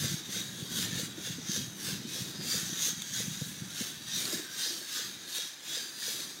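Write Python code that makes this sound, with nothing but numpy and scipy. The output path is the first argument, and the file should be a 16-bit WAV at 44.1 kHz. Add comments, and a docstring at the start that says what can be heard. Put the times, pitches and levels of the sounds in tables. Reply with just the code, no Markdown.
"""Slot car on a wooden track

A slot car laps a wooden track in a carpeted room, driven in short squeezes of the throttle.
Its gears and pickup braids (the metal strips that collect power) rasp through the plastic body.
The tyres drum on the board, bumps make it thud, and a soft knock comes with each burst of power.
Now and then the guide blade, which steers the car, ticks against the wall of the slot."""
import sys
import numpy as np
from scipy import signal
from scipy.fft import rfft, irfft, next_fast_len
from scipy.io import wavfile
from scipy.ndimage import uniform_filter1d, map_coordinates

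SR = 44100
rng = np.random.default_rng(int(sys.argv[2]) if len(sys.argv) > 2 else 0)


def master_out(mix):
    """Clip the mix to full scale and print it as 16-bit PCM to the path in sys.argv[1]."""
    frames = np.transpose(np.atleast_2d(mix))
    ceiling = np.clip(frames, -1, 1)
    pcm = np.round(ceiling * 32767).astype(np.int16)
    wavfile.write(sys.argv[1], SR, pcm)


N = 282240

# Throttle squeezes. At each one's spot on the track, the shell aims one band of sound at the listener,
# and sound bouncing between car and board adds a "comb" of evenly spaced peaks.
# (time [s], level [dB], time to fall 10 dB [s], aimed band [Hz], its boost [dB],
#  comb spacing [Hz], comb height [dB])
SQUEEZES = [(0.043, -34.0, 0.17, 5600.0, 2, 2250.0, -1), (0.368, -35, 0.105, 1700.0, 1.2, 4170, -0.5),
            (0.79, -32.5, 0.126, 3650.0, 4.5, 2200.0, 4), (0.991, -35.5, 0.09, 2150.0, 3.5, 4100, 2),
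            (1.28, -38, 0.09, 1850.0, 1, 3200.0, 2), (1.546, -33.0, 0.1, 5600.0, 4.5, 3440, -1),
            (1.882, -35.5, 0.104, 4250.0, 2, 2670, 9.5), (2.159, -37.5, 0.15, 4100.0, 2.5, 2670, 5),
            (2.531, -31.5, 0.11, 6140, 0.5, 2340, 5), (2.861, -29, 0.06, 6600, 4.5, 3200.0, 2.5),
            (3.194, -33.5, 0.06, 6700, 3, 3000.0, 0), (3.808, -36.5, 0.13, 3100, 1.5, 2750.0, 2.9),
            (4.165, -33, 0.1654, 4250.0, 3, 2630, 2), (4.337, -36.0, 0.1, 1700.0, 4, 2630, 5),
            (4.634, -32.5, 0.144, 4850.0, 5.5, 2900, 4), (4.973, -34.6, 0.12, 4430, 2.6, 2550.0, 4),
            (5.374, -34.6, 0.123, 4100.0, 3.8, 2700.0, 4.5), (5.744, -35.0, 0.14, 3650.0, 3.5, 2500.0, 7),
            (6.069, -35, 0.14, 4850.0, 3.2, 2350.0, 0.5)]
# The rasp of the car coasting between squeezes: (time [s], level [dB])
COASTING = [(0.0, -44), (0.25, -55.0), (0.62, -42.5), (0.75, -51.8), (1.15, -48.7), (2.05, -49.0),
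            (2.35, -45.1), (2.68, -38.5), (3.03, -43), (3.38, -40.7), (3.66, -47.0), (4.02, -48),
            (4.85, -44.5), (5.22, -47), (5.56, -51.5), (5.95, -47.0), (6.22, -40), (6.4, -48.3)]
# The overall tone of the rasp: (frequency [Hz], gain [dB])
RASP_TONE = [(100, -40), (400, -13), (900, -10), (1300, -4), (2200, -1), (2800, -1), (4200, 0), (5300, -1),
             (8000, -1), (11000, -2.7), (14000, -4.3), (16000, -5.3)]
# Pitches at which the car rings: (frequency [Hz], width [Hz], boost [dB])
CAR_RINGS = [(1642, 496, 7.5), (3417, 640, 7.5), (3792, 252, 9), (4117, 244, 5.5), (4445, 300, 6),
             (4867, 520, 6.5), (5770, 640, 7.5), (6464, 755, 10.5), (7340, 420, 5), (8460, 620, 3),
             (9540, 530, 2.5)]
# The band each body panel gives off:
# (frequency [Hz], width [Hz], boost at full power [dB], extra boost as the throttle eases [dB per dB])
PANEL_BANDS = [(1800, 1600, 0, 0.32), (3630, 1300, 1.3, 0.0838), (4780, 400, 1.0, 0.06),
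               (6300, 1600, 0.53, .04)]
# The car slides in a bend and the tyres squeal: (time [s], boost [dB], length [s])
BEND_SLIDES = [(2.44, 7.5, .18), (5.97, 4, .15)]
# The treble of the rasp drifts up and down: (time [s], gain [dB])
TREBLE_DRIFT = [(0.0, -0.8), (0.62, 1.1), (1.5, -2.5), (1.76, 1.5), (2.04, -0.7), (2.16, 0.3), (3.06, -0.7),
                (3.52, 1.5), (4.14, -1.5), (4.32, 1), (4.5, 0.2), (5.18, 0.5), (5.58, -1), (6.4, 1.5)]
# The tone of the board's deep drumming: (frequency [Hz], gain [dB])
BOARD_TONE = [(20, -42), (45, -26.5), (70, -18), (100, -6.5), (135, -0.5), (190, 1), (250, -6.5),
              (350, -26), (600, -32), (2000, -85)]
# That drumming is weak at the far end of the board: (time [s], level [dB])
BOARD_LOUDNESS = [(0.0, -40), (0.24, -53.5), (0.32, -46.5), (1.44, -45.5), (1.5, -53), (1.6, -41.5),
                  (1.86, -49), (1.98, -39), (2.12, -49), (2.7, -47), (2.76, -55.5), (3.28, -47),
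                  (4.36, -53.0), (4.5, -62.5), (4.96, -64), (5.1, -54), (5.32, -70), (6.4, -60)]
# The tone of the rolling tyres: (frequency [Hz], gain [dB])
TYRE_TONE = [(60, -35), (150, -16), (260, -0.5), (340, 1), (410, -6.5), (550, -11.5), (800, -20),
             (1300, -25.5), (3000, -52)]
# The tyres are loudest in tight bends: (time [s], level [dB])
TYRE_LOUDNESS = [(0.0, -57), (1.16, -51), (1.24, -56.5), (2.34, -51), (3.14, -63), (3.2, -57),
                 (3.98, -57.5), (4.12, -65.5), (4.32, -45.5), (4.5, -58.5), (4.82, -55.5), (4.9, -65.5),
                 (5.0, -56), (5.52, -65.5), (5.92, -58), (6.04, -67), (6.14, -53.5), (6.4, -56.5)]
# The room's faint background noise: (frequency [Hz], gain [dB])
BACKGROUND_TONE = [(20, -34), (60, -33), (120, 4), (300, -7), (1000, -0.5), (4000, -4.5), (16000, -15.5)]
# Bumps in the track: (time [s], level [dB], pitch [Hz])
TRACK_BUMPS = [(0.039, -25, 140), (0.114, -28.5, 161), (0.135, -26.5, 156), (0.62, -30, 154),
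               (0.787, -34.5, 216), (0.881, -31.5, 174), (0.925, -31.5, 165), (0.965, -32, 150),
               (1.026, -31.5, 165), (1.175, -36.5, 328), (1.299, -31.5, 165), (1.38, -34, 261),
               (1.489, -27, 186), (1.572, -31.5, 212), (2.047, -33, 215), (2.213, -32.5, 159),
               (2.549, -32.5, 160), (2.625, -33.5, 170), (2.721, -33.5, 166), (2.925, -34.5, 192),
               (3.195, -35, 180), (3.275, -29, 170), (3.413, -26.5, 151), (3.614, -30, 149),
               (3.805, -32.5, 219), (4.328, -31, 334), (4.338, -33.5, 215), (4.704, -42, 326),
               (4.812, -41, 346)]
# Knocks under full power: (time [s], level [dB])
POWER_KNOCKS = [(0.044, -40.5), (0.366, -44), (0.791, -49), (0.997, -38.5), (1.274, -43), (1.564, -42),
                (1.887, -42.5), (2.162, -44), (2.544, -39.5), (2.884, -43.5), (3.205, -40.5),
                (3.417, -43.5), (3.821, -44.5), (4.222, -47), (4.329, -40), (4.663, -44.5), (4.995, -45),
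                (5.389, -43.5), (5.773, -42.5), (6.082, -41.5)]
# How long the room echoes: (frequency [Hz], time to fade 60 dB [s])
ROOM_FADE = [(200, 0.11), (2000, 0.34), (12000, .18)]
# The guide blade hits the slot wall: (time [s], level [dB], pitch [Hz])
GUIDE_HITS = [(.827, -23, 3800), (1.472, -38, 5740), (1.517, -28, 5700), (2.513, -29, 4760),
              (2.757, -34, 6150), (3.02, -23.5, 3530), (4.1105, -32, 3700), (4.159, -29, 4750),
              (4.254, -23, 4360), (4.3265, -25, 5020), (5.3695, -31, 3580), (6.203, -27, 4340)]


def amp(db):
    """Turn decibels into a factor to multiply by."""
    return 10 ** (np.asarray(db) / 20)


def unit(x):
    """Scale x to an average strength (rms) of 1."""
    return x / np.sqrt(np.mean(x ** 2) + 1e-20)


def along(points, hz):
    """Read between the rows of a frequency table, on a log scale."""
    freqs, values = np.transpose(points)
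    return np.interp(np.log(hz + 1), np.log(freqs + 1), values)


def curve(points):
    """Join (time, value) points with lines, one value per sample."""
    return np.interp(np.arange(N) / SR, *np.transpose(points))


def wobble(rate):
    """A smooth curve through `rate` random values a second."""
    return map_coordinates(rng.standard_normal(int(N * rate / SR) + 4), [np.arange(N) * rate / SR])


def filtered(x, response):
    """Scale each frequency in x by response(hz)."""
    size = next_fast_len(N + SR // 2)
    return irfft(rfft(x, size) * response(np.fft.rfftfreq(size, 1 / SR)), size)[:N]


def noise(tone):
    """Noise of strength 1, shaped by a tone table."""
    return unit(filtered(rng.standard_normal(N), lambda hz: amp(along(tone, hz))))


def bell(x, centre, width):
    """A hump of height 1, with the given width halfway up."""
    return .5 ** ((2 * (x - centre) / width) ** 2)


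def add(track, s, sound):
    """Mix a sound into a track, s seconds in."""
    start = max(0, round(s * SR))
    track[start:start + len(sound)] += sound[:len(track) - start]


def fade(t, t60):
    """A fade that drops 60 dB every t60 seconds."""
    return np.exp(-np.log(1000) * t / t60)


def ring(hz, t60, attack_s):
    """One fading note of a struck object, with a peak of 1."""
    t = np.arange(SR // 8) / SR
    onset = 1 - np.exp(-(t / attack_s) ** 2)
    wave = np.sin(2 * np.pi * hz * t) * fade(t, t60) * onset
    return wave / np.abs(wave).max()


def throttle(rise_s=.085, roundness=1.45):
    """The drive level in dB: each squeeze swells and dies away over the coasting car."""
    t = np.arange(0, N, SR // 500) / SR
    power = amp(np.interp(t, *np.transpose(COASTING))) ** 2
    for s, db, fall_s, *_ in SQUEEZES:
        from_peak = np.abs(t - s) / np.where(t < s, rise_s, fall_s)
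        power += amp(db - 10 * np.minimum(from_peak, 10) ** roundness) ** 2
    return np.interp(np.arange(N) / SR, t, 10 * np.log10(power))


def tooth_clashes(turns, teeth=27, scatter_db=3):
    """Worn gear teeth click as they meet, uneven in timing and strength."""
    meetings = np.flatnonzero(np.diff(np.floor(turns * teeth)))
    slack, force = rng.standard_normal((len(meetings), 2)).T
    side = rng.choice([-1, 1], len(meetings))  # either side of a tooth may strike
    blows = side * amp(scatter_db * np.minimum(force, 2))
    samples = np.clip(meetings + 4 * slack, 0, N - 1).astype(int)
    return np.bincount(samples, blows, N)


def shell_scatter(x):
    """Each clash bounces around the hollow shell for a few milliseconds."""
    t = np.arange(SR // 100) / SR
    paths = rng.standard_normal(len(t)) * fade(t, t60=.0081)
    paths /= np.linalg.norm(paths)
    paths[0] += .5  # the direct path
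    spectrum = rfft(paths, SR // 10)
    smear = np.roll(irfft(spectrum / np.abs(spectrum)), SR // 200)  # spreads a click but keeps its tone
    return signal.fftconvolve(x, smear)[SR // 200:][:N]


def car_body(x):
    """The plastic shell and gears boost the pitches at which they ring."""
    def response(hz):
        rings_db = sum(db * bell(hz, centre, width) for centre, width, db in CAR_RINGS)
        return amp(along(RASP_TONE, hz) + rings_db)
    return filtered(x, response)


def moving_tone(x, drive_db, full_power_db=-35, slide_hz=4880, treble_hz=8700, flicker_db=1.1):
    """The tone shifts as the car moves: its panels turn, and echoes add up or cancel."""
    hz, t, spectra = signal.stft(x, SR, nperseg=2048, noverlap=1536)
    hz = hz[:, None]
    frames = np.minimum(t * SR, N - 1).astype(int)
    ease_db = full_power_db - drive_db[frames]
    panels = sum(bell(hz, centre, width) * (db + extra * ease_db)
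                 for centre, width, db, extra in PANEL_BANDS)
    times, _, _, beam_hz, boost_db, spacing_hz, height_db = np.transpose(SQUEEZES)
    # Each spot on the track blends into the next.
    nearness = np.array([np.interp(t, times, spot) for spot in np.eye(len(times))])
    beam = (boost_db * bell(hz, beam_hz, width=1290)) @ nearness
    peaks = np.cos(np.pi * hz / (spacing_hz @ nearness)) ** 16
    comb = (height_db @ nearness) * (peaks - .2) * bell(hz, 4800, width=5500)
    slide_db = sum(db * bell(t, s, length) for s, db, length in BEND_SLIDES)
    slides = slide_db * bell(hz, slide_hz, width=580)
    treble_db = curve(TREBLE_DRIFT) + flicker_db * wobble(16)
    treble = treble_db[frames] * bell(np.minimum(hz, treble_hz), treble_hz, treble_hz / 4)
    # Paths through the room make random loud and quiet patches in pitch and time.
    patches = uniform_filter1d(rng.standard_normal(spectra.shape), size=4, axis=0)
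    patches = 3 * unit(uniform_filter1d(patches, size=9, axis=1))
    gain = amp(panels + beam + comb + slides + treble + patches)
    return signal.istft(spectra * gain, nperseg=2048, noverlap=1536)[1][:N]


def gears_and_braids(drive_db, axle_hz=95, flutter_db=.7):
    """Gear teeth clash and the braids scrape, both harder under power."""
    push = unit(drive_db - drive_db.mean())
    speed = amp(1.1 * uniform_filter1d(np.roll(push, SR // 16), size=SR // 8))  # lags the throttle
    turns = np.cumsum(axle_hz * speed * amp(.6 * wobble(60))) / SR
    gears = unit(shell_scatter(tooth_clashes(turns)))
    braids = rng.standard_normal(N)
    chatter = .53 * np.sin(2 * np.pi * turns) + wobble(380)  # the wheels press harder once a turn
    pressure = amp(.77 * chatter + flutter_db * wobble(35))
    rasp = moving_tone(car_body((gears + braids) * pressure), drive_db)
    loudness = np.sqrt(np.abs(uniform_filter1d(rasp ** 2, size=SR // 12)) + 1e-20)
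    return amp(drive_db + .29) * rasp / loudness  # evened out, so the throttle sets the level


def rolling(drive_db, board_lumps_db=2, tyre_lumps_db=2.5):
    """The tyres drum on the board in uneven lumps, harder under power."""
    push_db = drive_db - drive_db.mean()
    board = unit(noise(BOARD_TONE) * amp(board_lumps_db * wobble(45) + wobble(12)))
    tyres = unit(noise(TYRE_TONE) * amp(tyre_lumps_db * wobble(70) + wobble(12)))
    board_db = curve(BOARD_LOUDNESS) + .2 * push_db
    tyre_db = curve(TYRE_LOUDNESS) + .28 * push_db + 1.5
    return amp(board_db) * board + amp(tyre_db) * tyres


def track_bumps():
    """Each bump makes the board ring briefly at a low pitch."""
    out = np.zeros(N)
    for s, db, hz in TRACK_BUMPS:
        thud = ring(hz, t60=.032, attack_s=.0074) + .26 * ring(1.746 * hz, t60=.025, attack_s=.0087)
        add(out, s, amp(db - 1) * thud)
    return out


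def power_knocks():
    """Each burst of power brings a short, hollow knock."""
    out = np.zeros(N)
    for s, db in POWER_KNOCKS:
        knock = ring(494, t60=.015, attack_s=.0087) + .35 * ring(578, t60=.016, attack_s=.0056)
        add(out, s - .003, amp(db + 2) * knock)
    return out


def board_bass_cut(x, cutoff_hz=85):
    """The thuds and knocks carry little deep bass."""
    return signal.sosfilt(signal.butter(3, cutoff_hz, "high", fs=SR, output="sos"), x)


def room_echo(x):
    """The carpeted room answers with a short echo."""
    hz, t, spectra = signal.stft(rng.standard_normal(SR // 2), SR, nperseg=256)
    tail = signal.istft(spectra * fade(t, along(ROOM_FADE, hz)[:, None]), SR, nperseg=256)[1]
    delayed = np.pad(tail, (SR // 200, 0)) / np.linalg.norm(tail)
    return signal.fftconvolve(x, delayed)[:N]


def guide_ticks(t60=.022, crack_hz=(2500, 8000)):
    """The guide blade snaps against the slot wall: a crack and a high ring."""
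    out = np.zeros(N)
    t = np.arange(SR // 8) / SR
    band = signal.butter(1, crack_hz, "band", fs=SR, output="sos")
    for s, db, hz in GUIDE_HITS:
        crack = unit(signal.sosfilt(band, rng.standard_normal(len(t)))) * fade(t, t60)
        snap = .41 * crack + .5 * ring(hz, t60, attack_s=.00019)
        add(out, s, amp(db) * snap / np.abs(snap).max())
    return out


def scene():
    """Mix the car, the board and the room, the same in both channels."""
    drive_db = throttle()
    hits = board_bass_cut(track_bumps() + power_knocks()) + guide_ticks()
    car = gears_and_braids(drive_db) + rolling(drive_db)
    room = amp(-15.5) * room_echo(hits) + amp(-57) * noise(BACKGROUND_TONE)
    mono = car + hits + room
    return np.array([mono, mono])


def record(dry):
    """Cut away the very highest treble."""
    top_hz = 15800
    return np.array([filtered(channel, lambda hz: hz < top_hz) for channel in dry])


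dry = scene()
out = record(dry)
master_out(out)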